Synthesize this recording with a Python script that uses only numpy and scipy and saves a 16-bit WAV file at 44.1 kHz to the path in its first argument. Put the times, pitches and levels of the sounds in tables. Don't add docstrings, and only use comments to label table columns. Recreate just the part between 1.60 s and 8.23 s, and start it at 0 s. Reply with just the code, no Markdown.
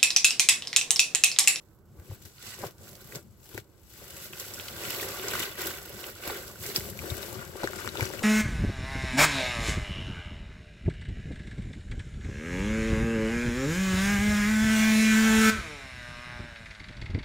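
import sys
import numpy as np
from scipy import signal
from scipy.fft import rfft, irfft, next_fast_len
from scipy.io import wavfile
from scipy.ndimage import uniform_filter1d

SR = 44100
rng = np.random.default_rng(int(sys.argv[2]) if len(sys.argv) > 2 else 0)


def int16_out(signal):
    q = np.round(np.clip(np.atleast_2d(signal).T, -1, 1) * 32767)
    wavfile.write(sys.argv[1], SR, q.astype(np.int16))


N = 292383
T = np.arange(N) / SR

# hz, width_hz, level_db (relative)
WALL_MODES = [(353, 89, -0.5), (384, 50.3, 2), (411, 58, -0.5), (525, 93, 1.5), (567, 125, 1),
              (708, 70, -10.5), (858, 91, -6), (1166, 83, -4), (1580, 250, 3.5), (2210, 160, -6.5)]


def gain_of(db):
    return 10 ** (np.asarray(db) / 20)


def strokes():
    # time_s, stirring between strokes rest_db, left over right lean_db, buckle_hz
    hand = [(0.0, -69, -5.5, 1370), (0.3, -82.5, -1, 1380), (0.62, -71, 4, 2400), (0.9, -73, -4, 2750),
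            (1.05, -80, 2.5, 1500), (1.33, -64, -3, 1380), (1.72, -76.5, 3.5, 1910), (2.2, -70, 5, 2400),
            (2.7, -57, -0.5, 2270), (3.5, -43, -1, 2220), (3.8, -53.5, 0.5, 1970), (4.25, -72, -1, 1700),
            (4.9, -60.5, -1, 1710), (5.2, -55.5, 0.5, 2860), (5.5, -49, 5.5, 1600), (5.9, -53.5, 5, 1250),
            (6.63, -50, 6, 1630)]
    # full force start_s, hold_s, stirring level_db, swell_db_per_s, fade_db_per_s,
    # squeeze_db that makes strips buckle, load_db on the box walls
    stroke_list = [(0.386, .06, -66.5, 201.5, 100, -14, 17.5), (0.521, 0.022, -54, 115, 260, -3, 0.5),
                   (0.656, 0.0096, -51.5, 181, 144, -18, -5.5), (0.866, 0.067, -43.5, 133, 200, -2.5, -16),
                   (1.045, 0.017, -44.5, 116, 311, -1, 3.5), (1.248, .03, -53, 153, 75, -10, 1.5),
                   (1.407, 0.017, -58.5, 102, 100, 13, -0.5), (1.513, 0.024, -56, 80, 194, -15, -8),
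                   (1.566, .002, -45.5, 130, 370, -4, 4), (1.905, 0.032, -55, 105, 196, -24, -6),
                   (1.977, 0.014, -49.5, 104, 550, 0, -0.5), (2.306, 0.045, -57, 187, 100, -15, -27),
                   (2.388, 0.22, -51, 128, 96, -2.5, -1.5), (2.659, .002, -42.5, 95, 400, -5, -8.5),
                   (2.806, .002, -40, 174, 212, -3.5, -8), (2.857, 0.23, -46, 98, 100, -2, -3.5),
                   (3.254, 0.079, -39, 89, 152, 1, -2.5), (3.432, .002, -37.5, 80, 300, 1, -0.5),
                   (3.487, 0.14, -44, 194, 200, 2, -2), (3.673, 0.015, -41.5, 124, 150, 3.5, 4.5),
                   (3.736, 0.1, -38.5, 150, 125, 7, -1.5), (3.989, 0.092, -39, 552, 103, 3, 0.5),
                   (4.48, .01, -45, 23.5, 195, 1, 2), (4.668, 0.038, -41, 146, 89, 5, 3.5),
                   (4.785, 0.13, -48, 91, 120, -2.5, 0.5), (5.035, 0.079, -39.5, 263, 354, -3, -4.5),
                   (5.156, 0.02, -34.5, 600, 720, -1, -1), (5.193, .09, -43, 200, 260, -11, -2),
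                   (5.47, 0.21, -45.5, 106, 100, -0.5, 2.5), (5.77, 0.053, -52.5, 105, 117.5, 12.5, 14),
                   (6.038, .002, -46.5, 111, 152, 12, 7), (6.184, 0.086, -45, 92, 262, 6, 2),
                   (6.39, 0.056, -43, 135, 120, 7, 5.5), (6.54, .002, -47, 350, 98, 10.5, 5)]
    rest_squeeze_db, rest_load_db = -2.5, 3.5

    t = T[::32]
    time_s, *curves = np.transpose(hand)
    rest_db, lean_db, buckle_hz = (np.interp(t, time_s, c) for c in curves)
    start_s, hold_s, level_db, swell, fade, squeeze_db, load_db = np.transpose(stroke_list)[:, :, None]

    before_s = np.maximum(start_s - t, 0)
    after_s = np.maximum(t - start_s - hold_s, 0)
    power = gain_of(2 * (level_db - swell * before_s - fade * after_s))
    rest = gain_of(2 * rest_db)
    total = power.sum(axis=0) + rest

    squeeze = ((power * squeeze_db).sum(axis=0) + rest * rest_squeeze_db) / total
    load = ((power * load_db).sum(axis=0) + rest * rest_load_db) / total
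    stir_db = 10 * np.log10(total)
    return [np.interp(T, t, c) for c in (stir_db, squeeze, load, lean_db, buckle_hz)]


STIR_DB, SQUEEZE_DB, LOAD_DB, LEAN_DB, BUCKLE_HZ = strokes()


def evened(x):
    return x / np.sqrt(np.mean(x ** 2) + 1e-20)


def colour(x, points):
    size = next_fast_len(N)
    point_hz, point_db = np.transpose(points)
    hz = np.fft.rfftfreq(size, 1 / SR)
    db = np.interp(np.log(hz + 1), np.log(point_hz + 1), point_db)
    return irfft(rfft(x, size) * gain_of(db), size)[..., :N]


def ring(x, hz, width_hz):
    r, w = np.exp(-np.pi * width_hz / SR), 2 * np.pi * hz / SR
    return signal.lfilter([0, np.sin(w)], [1, -2 * r * np.cos(w), r * r], x)


def sides(lean_db):
    return gain_of(np.array([lean_db / 2, -lean_db / 2]))


def clumps(seconds):
    size = max(round(seconds * SR), 2)
    once = uniform_filter1d(rng.standard_normal(N), size)
    return evened(uniform_filter1d(once, size))


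def gives(per_s, fade_s):
    starts = (rng.random(N) < per_s / SR) * np.minimum(rng.exponential(1, N), 3)
    return signal.lfilter([1], [1, -np.exp(-1 / (fade_s * SR))], starts)


def slips(per_s, spread_db, clump_db, clump_s, reach_s):
    chance, strength, sign, place = rng.random((4, N))
    at = np.flatnonzero(chance < per_s / SR)
    size_db = spread_db * np.minimum(-np.log(strength + 1e-9), 5) + clump_db * clumps(clump_s)
    size = (gain_of(size_db) * np.sign(sign - .5))[at]

    lag_s = reach_s * (2 * place[at] - 1) + 1e-4 + 2e-5 * LEAN_DB[at]
    right_at = np.clip(at + np.round(lag_s * SR).astype(int), 0, N - 1)
    out = np.zeros((2, N))
    out[0, at] = size
    np.add.at(out[1], right_at, size)
    return out


def fizz():
    # (per Hz, relative)
    fizz_spectrum = [(300, -16), (1000, -9), (2000, -6), (4000, -4.5), (7000, -3), (16000, 5)]
    # time_s, level_db
    sheen = [(0.3, 1), (.75, -4.5), (.95, -8), (1.1, -1), (5.4, -0.5), (6.0, -4.5)]

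    shared = 1 + 0.81 * gives(60, fade_s=0.0026)
    out = np.zeros((2, N))
    for low_hz, high_hz in [(300, 3000), (3000, 6000), (6000, 10500), (10500, 18000)]:
        edges = slips(5000, spread_db=2.5, clump_db=1.5, clump_s=0.0068, reach_s=2.5e-4)
        band_filter = signal.butter(2, [low_hz, high_hz], "bandpass", fs=SR, output="sos")
        band = signal.sosfilt(band_filter, evened(edges))
        if low_hz > 8000:
            band *= gain_of(np.interp(T, *np.transpose(sheen)))
        out += band
    return gain_of(STIR_DB + 3.5) * evened(colour(shared * out, fizz_spectrum))


def crinkle():
    out = np.zeros((2, N))
    for hz in np.geomspace(1100, 5200, num=12):
        near = gain_of(-3.0 * np.log2(hz / BUCKLE_HZ) ** 2) + 0.052
        near = near * (hz / 2000) ** 0.36
        bends = slips(400, spread_db=2.0, clump_db=4.0, clump_s=0.0054, reach_s=0.00021)
        rings = ring(ring(bends, hz, 0.28 * hz), hz, 0.28 * hz)
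        out += near * evened(rings)
    return gain_of(STIR_DB + SQUEEZE_DB - 6.0) * evened(out)


def snaps():
    # start_s, level_db, pitch_hz
    snap_list = [(0.7814, -40, 4000), (1.3114, -43, 5600), (1.522, -33.5, 2130), (1.556, -24, 7540),
                 (1.9769, -21.5, 1880), (2.48, -37, 8000), (2.732, -28.5, 2550), (2.7981, -22, 7640),
                 (2.9374, -26, 9000), (2.943, -25, 9000), (2.997, -27, 2660), (3.0812, -31, 4500),
                 (3.0837, -28, 3240), (3.251, -27, 3300), (3.299, -28, 2930), (3.3456, -28, 2900),
                 (3.3599, -35, 4200), (3.3973, -24.5, 2200), (3.4288, -25, 1770), (3.5956, -28, 3200),
                 (3.683, -20, 7150), (3.734, -23.5, 1590), (3.8319, -27, 2080), (3.8463, -27, 7300),
                 (3.9884, -30, 9100), (4.0717, -30, 1530), (4.4224, -41, 8000), (4.44, -28, 2870),
                 (4.6358, -32, 2330), (4.6963, -31, 1660), (4.956, -36.5, 1550), (5.0994, -27, 4400),
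                 (5.119, -30, 8000), (5.1606, -11, 5260), (5.206, -31, 2210), (5.3897, -25.5, 2620),
                 (5.501, -23.5, 3850), (5.6281, -27, 4020), (6.0332, -22, 1210), (6.04, -25.5, 4500),
                 (6.0732, -20, 1670), (6.132, -30.5, 1300), (6.246, -28, 1050), (6.275, -22, 1630),
                 (6.2891, -26, 4000), (6.3534, -30.5, 1070), (6.3718, -23.5, 3530), (6.396, -26.5, 925),
                 (6.407, -19, 2140), (6.4268, -23, 1650), (6.4417, -25, 4430), (6.4537, -25.5, 7650),
                 (6.501, -33, 5900), (6.5357, -26, 1480), (6.5923, -26, 2670)]
    tick_db, sizzle_db = -5.0, -9.0
    sizzle_db_per_octave = 8.0

    out, t = np.zeros((2, N + 1000)), np.arange(600) / SR
    burst = (t / .0008) ** 1.88 * np.exp(-t / 0.0005)
    noises = rng.standard_normal((len(snap_list), 3, 600))
    for (start_s, level_db, hz), noise in zip(snap_list, noises):
        shake = (noise[2] + 0.19 * noise[:2]) * burst
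        flex = np.diff(shake, prepend=0)
        body = ring(ring(flex, hz, .5 * hz), hz, .5 * hz)
        tick = ring(flex, 6200, 3400)
        sizzle = np.diff(shake, n=2, prepend=0, append=0)

        pitch_db = sizzle_db_per_octave * min(np.log2(hz / 2600), 0)
        parts = [(0, body), (tick_db, tick), (sizzle_db + pitch_db, sizzle)]
        snap = sum(gain_of(db) * x / abs(x).max(axis=1, keepdims=True) for db, x in parts)
        snap = snap / abs(snap).max(axis=1, keepdims=True)

        lean_db = LEAN_DB[round(start_s * SR)]
        right_lag = max((0.000066 + 2e-5 * lean_db) * SR, -20)
        for ear in range(2):
            i = round(start_s * SR + ear * right_lag)
            out[ear, i:i + 600] += sides(lean_db)[ear] * gain_of(level_db) * snap[ear]
    return out[:, :N]


def hollow(x):
    # hz, width_hz, level_db
    air_modes = [(1579, 45, 1.5), (2080, 31, 0), (2980, 97, -9)]
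    return x + sum(gain_of(db) * 2 * np.pi * w / SR * ring(x, hz, w) for hz, w, db in air_modes)


def wall_rub():
    rub = np.zeros((2, N))
    for hz, width_hz, level_db in WALL_MODES:
        rubs = slips(700, spread_db=3, clump_db=3.5, clump_s=0.01, reach_s=0.0003)
        rub += gain_of(level_db) * ring(evened(rubs), hz, width_hz)
    return gain_of(STIR_DB + LOAD_DB - 3.0) * evened(rub) * sides(LEAN_DB)


def wall_knocks():
    # start_s, level_db (relative), pitch_hz of the spot struck
    knock_list = [(0.371, -47, 534), (0.511, -32, 490), (0.832, -38, 325), (0.983, -35, 662),
                  (1.027, -26, 520), (1.032, -21, 450), (1.037, -15.5, 620), (1.041, -24, 900),
                  (1.055, -36, 396), (1.55, -30, 374), (1.945, -25.5, 306), (1.975, -25, 443),
                  (3.982, -41, 390), (4.675, -22.5, 468), (4.698, -16, 778), (5.436, -25, 378),
                  (5.515, -26.5, 328), (5.724, -28, 500), (5.953, -24.5, 416), (6.033, -21, 600),
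                  (6.039, -13, 407), (6.275, -33, 353), (6.393, -21.5, 367), (6.422, -22.5, 355),
                  (6.501, -24, 534), (6.62, -21.5, 434)]
    blow_s = 0.00015

    out, t = np.zeros((2, N + 3000)), np.arange(3000) / SR
    push = np.exp(-((t - .001) / blow_s) ** 2 / 2)
    for start_s, level_db, spot_hz in knock_list:
        modes = np.zeros(3000)
        for k, (hz, width_hz, mode_db) in enumerate(WALL_MODES):
            near_db = mode_db - 8.5 * np.log2(hz / spot_hz) ** 2
            modes += (-1) ** k * gain_of(near_db) * ring(push, hz, 1.74 * width_hz)
        i = round(start_s * SR)
        knock = modes / abs(modes).max()
        out[:, i:i + 3000] += gain_of(level_db - 9.0) * sides(LEAN_DB[i])[:, None] * knock
    return out[:, :N]


def echoes(x, t60):
    taps = np.zeros((2, 8000))
    at = np.arange(60, 7980, 20) + rng.integers(0, 20, (2, 396))
    np.put_along_axis(taps, at, rng.choice([-1., 1.], at.shape), 1)
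    taps *= gain_of(-60 * np.arange(8000) / SR / t60)
    return signal.oaconvolve(x, taps / np.linalg.norm(taps[0]), axes=1)[:, :N]


def thuds():
    # start_s, level_db (relative), pitch_hz
    thud_list = [(0.381, -39, 81), (0.493, -33, 109), (0.513, -32.5, 100), (0.642, -41.5, 99.6),
                 (0.837, -50, 105), (0.997, -43, 103), (1.055, -36.5, 124), (1.557, -36.5, 146),
                 (1.942, -40.5, 104), (1.98, -41.5, 108), (5.176, -34, 165), (5.512, -27, 105),
                 (6.27, -38.5, 84), (6.415, -23, 106)]
    out, t = np.zeros((2, N + 3000)), np.arange(3000) / SR
    for start_s, level_db, hz in thud_list:
        i = round(start_s * SR)
        turns = hz * t - 1.2
        fade_turns = np.where(turns < 0, .7, 1.2)
        shape = np.cos(2 * np.pi * turns) * np.exp(-(turns / fade_turns) ** 2)
        out[:, i:i + 3000] -= gain_of(level_db + 0.5) * shape * sides(1.0 + LEAN_DB[i])[:, None]
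    return out[:, :N]


def rumble():
    # time_s, level_db
    rumble_level = [(0.0, -69), (0.53, -54), (0.72, -65), (0.92, -52), (1.1, -63), (1.55, -53), (1.75, -63),
                    (2.3, -66), (2.5, -59), (3.27, -53), (4.26, -54.5), (4.68, -61), (4.86, -53.5),
                    (5.67, -46), (5.89, -51.5), (6.63, -49)]
    # (per Hz, relative)
    bass_spectrum = [(20, -19), (40, -31), (70, -2.5), (110, -3), (160, -9.5), (220, -7), (300, -37),
                     (500, -44)]
    a, b = rng.standard_normal((2, N))
    bass = evened(colour(np.array([a, .8 * a + .6 * b]), bass_spectrum))
    pair = bass * sides(4.0 + LEAN_DB)
    level_db = np.interp(T, *np.transpose(rumble_level)) + 3.4 * clumps(0.037)
    return gain_of(level_db) * pair


def hush():
    # (per Hz, relative)
    room_spectrum = [(18, -36), (30, -5.5), (98, 2), (266, -14.5), (319, -6.5), (600, -19), (1500, -25.5),
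                     (3140, -77), (7670, -49), (8740, -52), (12000, -48), (16000, -34)]
    a, b = rng.standard_normal((2, N))
    room = colour(np.array([a, 1.26 * a + 0.85 * b]), room_spectrum)
    return gain_of(-59) * evened(room)


def scene():
    hits = hollow(snaps()) + wall_knocks()
    paper = hollow(fizz() + crinkle()) * sides(LEAN_DB) + wall_rub()
    near = gain_of(-8.5) * echoes(hits + paper, t60=.05)
    return paper + hits + near + thuds() + rumble() + hush()


def record(dry):
    # hz, level_db
    mic_response = [(15, -17), (45, 1), (70, 0), (5700, 2.5), (7000, 1.5), (7900, 5.5), (8700, -7.5),
                    (10200, -3), (11400, 1.5), (12800, -0.5), (16000, -4)]
    # hz, side_db
    image_width = [(6500, 0), (7300, -2), (8200, -10), (16000, -10)]
    mid = (dry[0] + dry[1]) / 2
    side = colour((dry[0] - dry[1]) / 2, image_width)
    heard = colour(np.array([mid + side, mid - side]), mic_response)
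    low_pass = signal.firwin(511, 15900, window=("kaiser", 9), fs=SR)
    return signal.oaconvolve(heard, low_pass[None], "same")


dry = scene()
out = record(dry)
int16_out(out)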